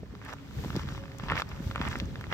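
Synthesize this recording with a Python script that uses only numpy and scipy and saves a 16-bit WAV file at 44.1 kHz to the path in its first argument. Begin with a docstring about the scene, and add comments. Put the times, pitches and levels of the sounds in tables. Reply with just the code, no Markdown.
"""Footsteps on a gravel path in a park, about two a second, heard from a microphone the walker carries.
Each step grinds a swarm of small stones and sand; larger stones snap as short rings, grit ticks as noise bursts.
Clothes swish as shaped noise, and the hand bumps the recorder with soft slowing swings.
Air rumbles on the microphone as low noise over a faint town, wavering tones of a distant machine
and a few far bird whistles with gliding pitch."""
import sys
import numpy as np
from scipy import signal
from scipy.fft import rfft, irfft
from scipy.io import wavfile
from scipy.ndimage import uniform_filter1d

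SR = 44100
rng = np.random.default_rng(int(sys.argv[2]) if len(sys.argv) > 2 else 0)


def log_audio(samples):
    """Write samples as a 16-bit WAV file to the path given in sys.argv[1]."""
    # one column per channel
    frames = np.atleast_2d(samples).T
    # limit to full scale, then quantise
    limited = np.clip(frames, -1, 1)
    pcm = np.round(limited * 32767).astype(np.int16)
    wavfile.write(sys.argv[1], SR, pcm)


N = 102929

# Noise that differs between the two sides. Each row: frequency in Hz, relative level in dB.
DIFFUSE = [(100, -5.5), (1200, 5.5), (2500, 0.5), (6500, 5.5), (9500, -14), (13000, -26)]
# Slow rise of town and loose gravel. Each row: time in seconds, level change in dB.
BACKGROUND_RISE = [(0, -6.5), (.2, -2.5), (.55, 0), (2.33, 1.5)]


def undb(db):
    """Decibels to gain."""
    return 10 ** (np.asarray(db) / 20)


def unit(x):
    """Scale to rms 1."""
    return x / np.sqrt(np.mean(x ** 2))


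def over_time(t, points):
    """Interpolate (seconds, value) points linearly."""
    seconds, value = np.array(points).T
    return np.interp(t, seconds, value)


def across(points):
    """Interpolate (Hz, value) points over log frequency at every FFT bin."""
    hz, value = np.array(points).T
    bins_hz = np.fft.rfftfreq(2 * N, 1 / SR)
    return np.interp(np.log(bins_hz + 1), np.log(hz), value)


def colour(x, points):
    """Filter by (Hz, dB) points."""
    return irfft(rfft(x, 2 * N) * undb(across(points)))[..., :N]


def walk(rate_hz):
    """Smoothed random steps, rms 1."""
    k = int(SR / rate_hz)
    steps = np.repeat(rng.standard_normal(N // k + 1), k)
    smooth = uniform_filter1d(uniform_filter1d(steps, k), k)
    return unit(smooth[:N])


def air(points):
    """Coloured noise, partly different on each side, rms 1."""
    common = rng.standard_normal(N)
    separate = colour(rng.standard_normal((2, N)), DIFFUSE)
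    return unit(colour(common + separate, points))


def rings(times_s, gains, pitches_hz, decay_cycles, size=400):
    """Stone rings: build up during the contact, then fall by 1/e per decay_cycles."""
    contact_cycles = 0.57
    out, t = np.zeros(N + size), np.arange(size) / SR
    for start_s, gain, hz in zip(times_s, gains, pitches_hz):
        i = int(np.clip(start_s * SR, 0, N))
        cycles = hz * t
        envelope = (1 - np.exp(-cycles / contact_cycles)) * np.exp(-cycles / decay_cycles)
        out[i:i + size] += 2 * gain * np.sin(2 * np.pi * cycles) * envelope
    return out[:N]


def contact_gains(chance, scatter_db):
    """Many small contacts and a few large ones."""
    return undb(-scatter_db * np.log(.02 + .98 * chance))


def town(t):
    """Far traffic as faint coloured noise; its level flickers a little and rises."""
    town_spectrum = [(25, 1), (60, 3.5), (150, 4.5), (280, -4.5), (450, -13), (750, -19.5), (1300, -24),
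                     (3000, -24.5), (6000, -34), (9000, -35.5), (15000, -38)]  # Each row: frequency in Hz, relative level in dB.
    level_db, flicker_db, flicker_hz = -45.5, 0.5, 9.7
    change_db = flicker_db * walk(flicker_hz) + over_time(t, BACKGROUND_RISE)
    return air(town_spectrum) * undb(level_db + change_db)


def air_rumble(t):
    """Air buffets the microphone: low noise with an uneven level."""
    # Each row: frequency in Hz, relative level in dB.
    rumble_spectrum = [(20, -29), (35, -8), (58, 4.5), (120, -3.5), (220, -12), (400, -21), (900, -44),
                       (3000, -84)]
    # Each row: time in seconds, level in dB before trim.
    rumble_level = [(0.0, -42), (0.06, -43.5), (0.45, -59), (0.59, -29.5), (0.62, -37.5), (1.0, -37.5),
                    (1.11, -50), (1.19, -46.5), (1.34, -31.5), (1.41, -46.5), (1.69, -38.5), (1.74, -40.5),
                    (1.885, -31.5), (1.95, -40), (1.97, -35.5), (2.16, -38.5), (2.2, -36.5), (2.23, -45.5),
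                    (2.33, -34)]
    trim_db = -1
    return air(rumble_spectrum) * undb(over_time(t, rumble_level) + trim_db)


def pebbles(rate_per_s):
    """An even swarm of small stones clicking together, each from its own direction, rms 1."""
    centre_hz, spread_octaves, decay_cycles, scatter_db = 1536, 0.57, 0.84, 4.5
    lag_s, pan_db = 0.00014, 11.5  # full ranges, split between the sides
    when, chance, a, b, sign, place, pan = rng.random((int(rate_per_s * N / SR), 7)).T
    hz = centre_hz * 2 ** (spread_octaves * np.sqrt(6) * (a - b))
    gain = np.sign(sign - .5) * contact_gains(chance, scatter_db)
    sides = []
    for side in (1, -1):
        side_s = when * N / SR + side * lag_s * (place - .5)
        side_gain = gain * undb(side * pan_db * (pan - .5))
        sides.append(rings(side_s, side_gain, hz, decay_cycles))
    return unit(np.array(sides))


def loose_gravel(t):
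    """A sparser swarm of clicks that lasts throughout and rises with the town."""
    rate_per_s, level_db = 600, -58
    return undb(level_db + over_time(t, BACKGROUND_RISE)) * pebbles(rate_per_s)


def hand_bumps(t):
    """The hand bumps the recorder with soft swings that slow down and die."""
    # Each row: start in seconds, level in dB before trim, starting pitch in Hz.
    bump_events = [(.03, -36.5, 246), (.033, -36.5, 465), (.125, -42, 190), (0.138, -42, 400),
                   (0.165, -41, 94.5), (.495, -41, 200), (.568, -31, 121), (0.576, -41, 282),
                   (.598, -39, 240), (0.646, -37, 415), (0.653, -37.5, 324), (0.659, -28, 212),
                   (.70, -31, 165), (0.749, -27, 195), (.756, -35, 266), (0.765, -26, 352),
                   (.77, -23.5, 184), (.845, -39, 338), (0.853, -32.5, 144), (.92, -31, 144),
                   (.978, -32, 125), (1.234, -32, 190), (1.312, -33, 248), (1.323, -28.5, 145),
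                   (1.336, -34, 240), (1.46, -35, 105), (1.529, -36, 75), (1.603, -29, 210),
                   (1.664, -25.5, 115), (1.696, -30.5, 163), (1.804, -25.5, 219), (1.865, -33, 277),
                   (1.954, -32.5, 395), (1.97, -33.5, 205), (2.016, -37, 336), (2.022, -29.5, 215),
                   (2.031, -31, 159), (2.125, -39, 174), (2.186, -32.5, 131)]
    trim_db, peak_cycles = 4.5, 0.38
    sag = 0.12  # pitch lost per swing
    out = np.zeros(N)
    for start_s, level_db, hz in bump_events:
        age = np.maximum(t - start_s, 0) * hz
        turns = np.log1p(sag * age) / sag
        envelope = age / peak_cycles * np.exp(1 - age / peak_cycles)
        out += undb(level_db + trim_db) * np.sin(2 * np.pi * turns) * envelope
    return out


def machine_hum(t):
    """Tones of a distant machine waver together in pitch, flicker in level, and come and go."""
    # Each row: pitch in Hz, level in dB, mid-swell in seconds, mid-fade in seconds.
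    hum_tones = [(137.8, -56.5, 0.3, 3.6), (272.6, -55, 0.22, 1.207), (408, -64, 0.11, 2.7),
                 (543, -59, 0.91, 1.3), (543, -59.5, 1.55, 2.19)]
    wander, wander_hz = .009, 28  # pitch wander as a fraction
    flicker_db, flicker_hz, fade_s = 3, 22, 0.088
    clock = t + np.cumsum(wander * walk(wander_hz)) / SR
    out = np.zeros(N)
    for hz, level_db, start_s, end_s in hum_tones:
        swell = np.clip(np.minimum(t - start_s, end_s - t) / fade_s + .5, 0, 1)
        gain = undb(level_db + flicker_db * walk(flicker_hz))
        out += swell * np.sqrt(2) * gain * np.sin(2 * np.pi * hz * clock)
    return out


def snapping_stones():
    """Larger stones snap under the sole: a ring, a crack at its own pitch and one higher bounce."""
    # Each row: time in seconds, level in dB before trims, pitch in Hz.
    stone_snaps = [(0.152, -33, 1180), (0.216, -33, 1310), (0.262, -33.5, 1300), (.294, -29, 1310),
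                   (.328, -28, 1260), (0.51, -36.5, 1390), (.639, -30, 910), (.647, -27, 840),
                   (.682, -34, 1010), (.704, -23.5, 1290), (0.729, -32, 1330), (.755, -26.5, 840),
                   (.764, -25, 4600), (0.795, -24.5, 1220), (0.873, -38, 875), (0.888, -25.5, 1400),
                   (.923, -35, 1310), (.949, -29.5, 1244), (0.978, -30.5, 1190), (1.037, -35.5, 1250),
                   (1.056, -33.5, 1180), (1.118, -33, 1940), (1.198, -26, 1125), (1.237, -27, 1100),
                   (1.2849, -22.5, 1330), (1.3, -15.5, 1840), (1.308, -17.5, 1050), (1.316, -22, 1430),
                   (1.3203, -12, 1250), (1.3253, -26, 1700), (1.333, -22.5, 1520), (1.355, -18.5, 1220),
                   (1.368, -18.5, 1470), (1.378, -17, 1990), (1.399, -16.5, 1250), (1.4199, -14, 1280),
                   (1.516, -29, 1220), (1.712, -22.5, 1320), (1.7505, -27, 1500), (1.759, -15, 1230),
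                   (1.779, -24.5, 1200), (1.8145, -15, 1430), (1.833, -32, 1430), (1.8518, -23, 1480),
                   (1.874, -25, 1550), (1.915, -25, 1300), (1.929, -25, 1600), (1.956, -20, 1550),
                   (1.961, -33, 1700), (2.0006, -18.5, 3660), (2.157, -26, 1740), (2.211, -27, 1480),
                   (2.241, -28, 1620), (2.268, -32.5, 874), (2.326, -20, 1490)]
    decay_cycles, ring_db, crack_db, bounce_db = 0.67, 2, -1, -6.5  # bounce relative to ring
    crack_centre_hz, bounce_mean_s = 2630, 0.001592
    when_s, level_db, hz = np.array(stone_snaps).T
    late, pitch = rng.random((len(when_s), 2)).T
    crack_hz = crack_centre_hz * 2 ** (pitch - .5)
    bounce_s = when_s + bounce_mean_s * (.5 + late)
    ring = rings(when_s, undb(level_db + ring_db), hz, decay_cycles)
    crack = rings(when_s, undb(level_db + crack_db), crack_hz, decay_cycles)
    bounce = rings(bounce_s, undb(level_db + ring_db + bounce_db), hz * (1 + pitch), decay_cycles)
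    return ring + crack + bounce


def step_pressure(t):
    """Heel and sole press linearly, hold and release exponentially; returns gravel and sand gains."""
    # Each row: start, rise, hold and release in seconds, level in dB, sand relative to gravel in dB.
    presses = [(0.209, 0.083, 0.049, 0.0015, -44, -13.5), (0.706, 0.062, 0.046, 0.054, -45, -8),
               (0.865, 0.018, 0.1, 0.032, -55, -2.5), (1.168, 0.082, 0.024, 0.015, -47.5, -9.5),
               (1.269, 0.029, 0.046, 0.012, -39, -24), (1.34, 0.051, .014, 0.0071, -33, -12.5),
               (1.46, 0.033, 0.081, 0.019, -51.5, -12.5), (1.754, 0.078, 0.046, 0.035, -39.5, -14),
               (1.892, 0.02, 0.024, 0.08, -47, -6.5), (2.292, 0.064, 0.14, .03, -32.5, -15.5)]
    weight, sandy = np.zeros(N), np.zeros(N)
    for start_s, rise_s, hold_s, release_s, level_db, sand_db in presses:
        rise = np.clip((t - start_s) / rise_s, 0, 1)
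        release = np.exp(-np.maximum(t - start_s - rise_s - hold_s, 0) / release_s)
        press = undb(level_db) * rise * release
        weight += press
        sandy += press * undb(sand_db)
    return weight, sandy


def ground_pebbles():
    """Small stones give way in clusters, so the swarm's level wavers quickly; rms 1."""
    rate_per_s, cluster_db, cluster_hz = 2600, 1.5, 220
    return unit(pebbles(rate_per_s) * undb(cluster_db * walk(cluster_hz)))


def sand():
    """Dense fine crackle from random single-sample impulses, rms 1."""
    sand_spectrum = [(300, -35), (1500, -40), (3000, 9), (4300, 2), (5700, 3), (8000, -7.5), (15000, -12.5)]  # Each row: frequency in Hz, relative level in dB.
    rate_per_s, scatter_db = 4100, 5
    hit, chance, sign = rng.random((3, N))
    impulses = (hit < rate_per_s / SR) * np.sign(sign - .5) * contact_gains(chance, scatter_db)
    return unit(colour(impulses, sand_spectrum))


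def grit(t):
    """Single bits of grit crack in very short bright noise bursts."""
    # Each row: time in seconds, level in dB before trim.
    tick_events = [(0.25, -36.5), (.335, -28), (.764, -29), (0.888, -43), (0.977, -43), (1.185, -29.5),
                   (1.315, -32), (1.419, -31), (1.491, -33), (1.7588, -34), (1.815, -35), (1.886, -26.5),
                   (1.964, -34), (1.987, -28), (2.056, -37), (2.211, -32.5)]
    # Each row: frequency in Hz, relative level in dB.
    tick_spectrum = [(500, -26), (2000, 4), (5500, 8), (9000, 4.5), (15000, -1.5)]
    decay_s, trim_db = 0.00035, 1
    bursts = np.zeros(N)
    for start_s, level_db in tick_events:
        bursts += undb(level_db + trim_db) * (t >= start_s) * np.exp(-np.abs(t - start_s) / decay_s)
    noise = rng.standard_normal(N) / np.sqrt(decay_s * SR / 2)
    return colour(bursts * noise, tick_spectrum)


def surroundings(x):
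    """Quick reflections off body and ground, then a faint tail from the bushes."""
    t = np.arange(SR // 5) / SR
    out = x
    for decay_s, level_db in ((0.0032, -12), (0.015, -26.5)):
        envelope = np.exp(-t / decay_s) * (1 - np.exp(-2 * t / decay_s))
        echo = rng.standard_normal((2, len(t))) * envelope
        echo = echo / np.sqrt(np.sum(echo ** 2, axis=1, keepdims=True))
        reflected = signal.fftconvolve(x, echo, axes=1)[:, :N]
        out = out + undb(level_db) * colour(reflected, DIFFUSE)
    return out


def footsteps(t):
    """Step weight drives pebbles and sand; snaps, loose gravel and grit share the reflections."""
    gravel_spectrum = [(100, -23), (450, 2), (800, -1), (1300, 0), (2200, 1), (3300, 1.5), (4300, -2),
                       (5700, 0), (8000, -12), (15000, 9)]  # Each row: frequency in Hz, relative level in dB.
    weight, sandy = step_pressure(t)
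    stones = weight * ground_pebbles() + snapping_stones() + loose_gravel(t)
    return surroundings(colour(stones, gravel_spectrum) + sandy * sand() + grit(t))


def clothes(t):
    """Fabric brushes past as the legs swing: noise under smooth bell-shaped swells."""
    # Each row: centre in seconds, half width to 1/e in seconds, level in dB.
    swish_events = [(.65, 0.12, -50.5), (1.671, 0.077, -52)]
    # Each row: frequency in Hz, relative level in dB.
    cloth_spectrum = [(300, 7), (1500, 1), (3000, 3), (5500, -4), (8000, -5.5), (13000, -3.5), (16000, -10)]
    swing = np.zeros(N)
    for centre_s, width_s, level_db in swish_events:
        swing += undb(level_db) * np.exp(-((t - centre_s) / width_s) ** 2)
    return swing * air(cloth_spectrum)


def birds(t):
    """Far birds give a few thin, mostly falling whistles, blurred by the trees."""
    # Each row: start and length in seconds, first and last pitch in Hz before waver, level in dB before trim.
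    whistle_notes = [(.87, .05, 3850, 3400, -63), (.925, .05, 4000, 3700, -58),
                     (.945, .04, 3450, 3200, -57), (.97, .055, 2850, 3150, -56),
                     (.945, .075, 5850, 5450, -61), (1.015, .07, 5200, 5000, -66),
                     (1.035, .06, 2600, 2480, -61)]
    trim_db, echo_decay_s, echo_db = -4.5, .016, -3
    waver = 1 + .018 * walk(150)
    song = np.zeros(N)
    for start_s, length_s, from_hz, to_hz, level_db in whistle_notes:
        along = np.clip((t - start_s) / length_s, 0, 1)
        hz = (from_hz + (to_hz - from_hz) * along) * waver
        envelope = np.sqrt(4 * along * (1 - along))
        song += undb(level_db + trim_db) * envelope * np.sin(2 * np.pi * np.cumsum(hz) / SR)
    echo = rng.standard_normal((2, N)) * np.exp(-t / echo_decay_s) / np.sqrt(echo_decay_s * SR / 2)
    return song + undb(echo_db) * signal.fftconvolve(song[None], echo, axes=1)[:, :N]


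def scene():
    """All sources summed on two sides."""
    t = np.arange(N) / SR
    background = town(t) + machine_hum(t)
    handling = air_rumble(t) + hand_bumps(t)
    return background + handling + footsteps(t) + clothes(t) + birds(t)


def record(dry):
    """Stereo processing shifts time and level between the sides by frequency: the left leads
    in the middle, the right at the top; the deepest bass and the top are cut."""
    # Each row: frequency in Hz, lead of the left in ms.
    lead_ms = [(100, 0), (900, .02), (1500, .06), (2500, .14), (6000, .16), (7500, -.148), (16000, -.148)]
    # Each row: frequency in Hz, left minus right in dB.
    balance_db = [(200, 0.3), (700, -1.8), (1400, -3.2), (2500, -3), (3600, 7), (5500, 7.5), (7500, 5.5),
                  (9500, -0.5)]
    low_cut_hz, top_hz = 43, 15800
    sides = np.array([[.5], [-.5]])
    turn = 2 * np.pi * np.fft.rfftfreq(2 * N, 1 / SR) * across(lead_ms) / 1000
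    response = undb(sides * across(balance_db)) * np.exp(1j * sides * turn)
    pair = irfft(rfft(dry, 2 * N) * response)[:, :N]
    low_cut = signal.butter(2, low_cut_hz, "high", fs=SR, output="sos")
    top_cut = signal.ellip(10, .2, 80, top_hz, fs=SR, output="sos")
    return signal.sosfilt(top_cut, signal.sosfilt(low_cut, pair))


dry = scene()
out = record(dry)
log_audio(out)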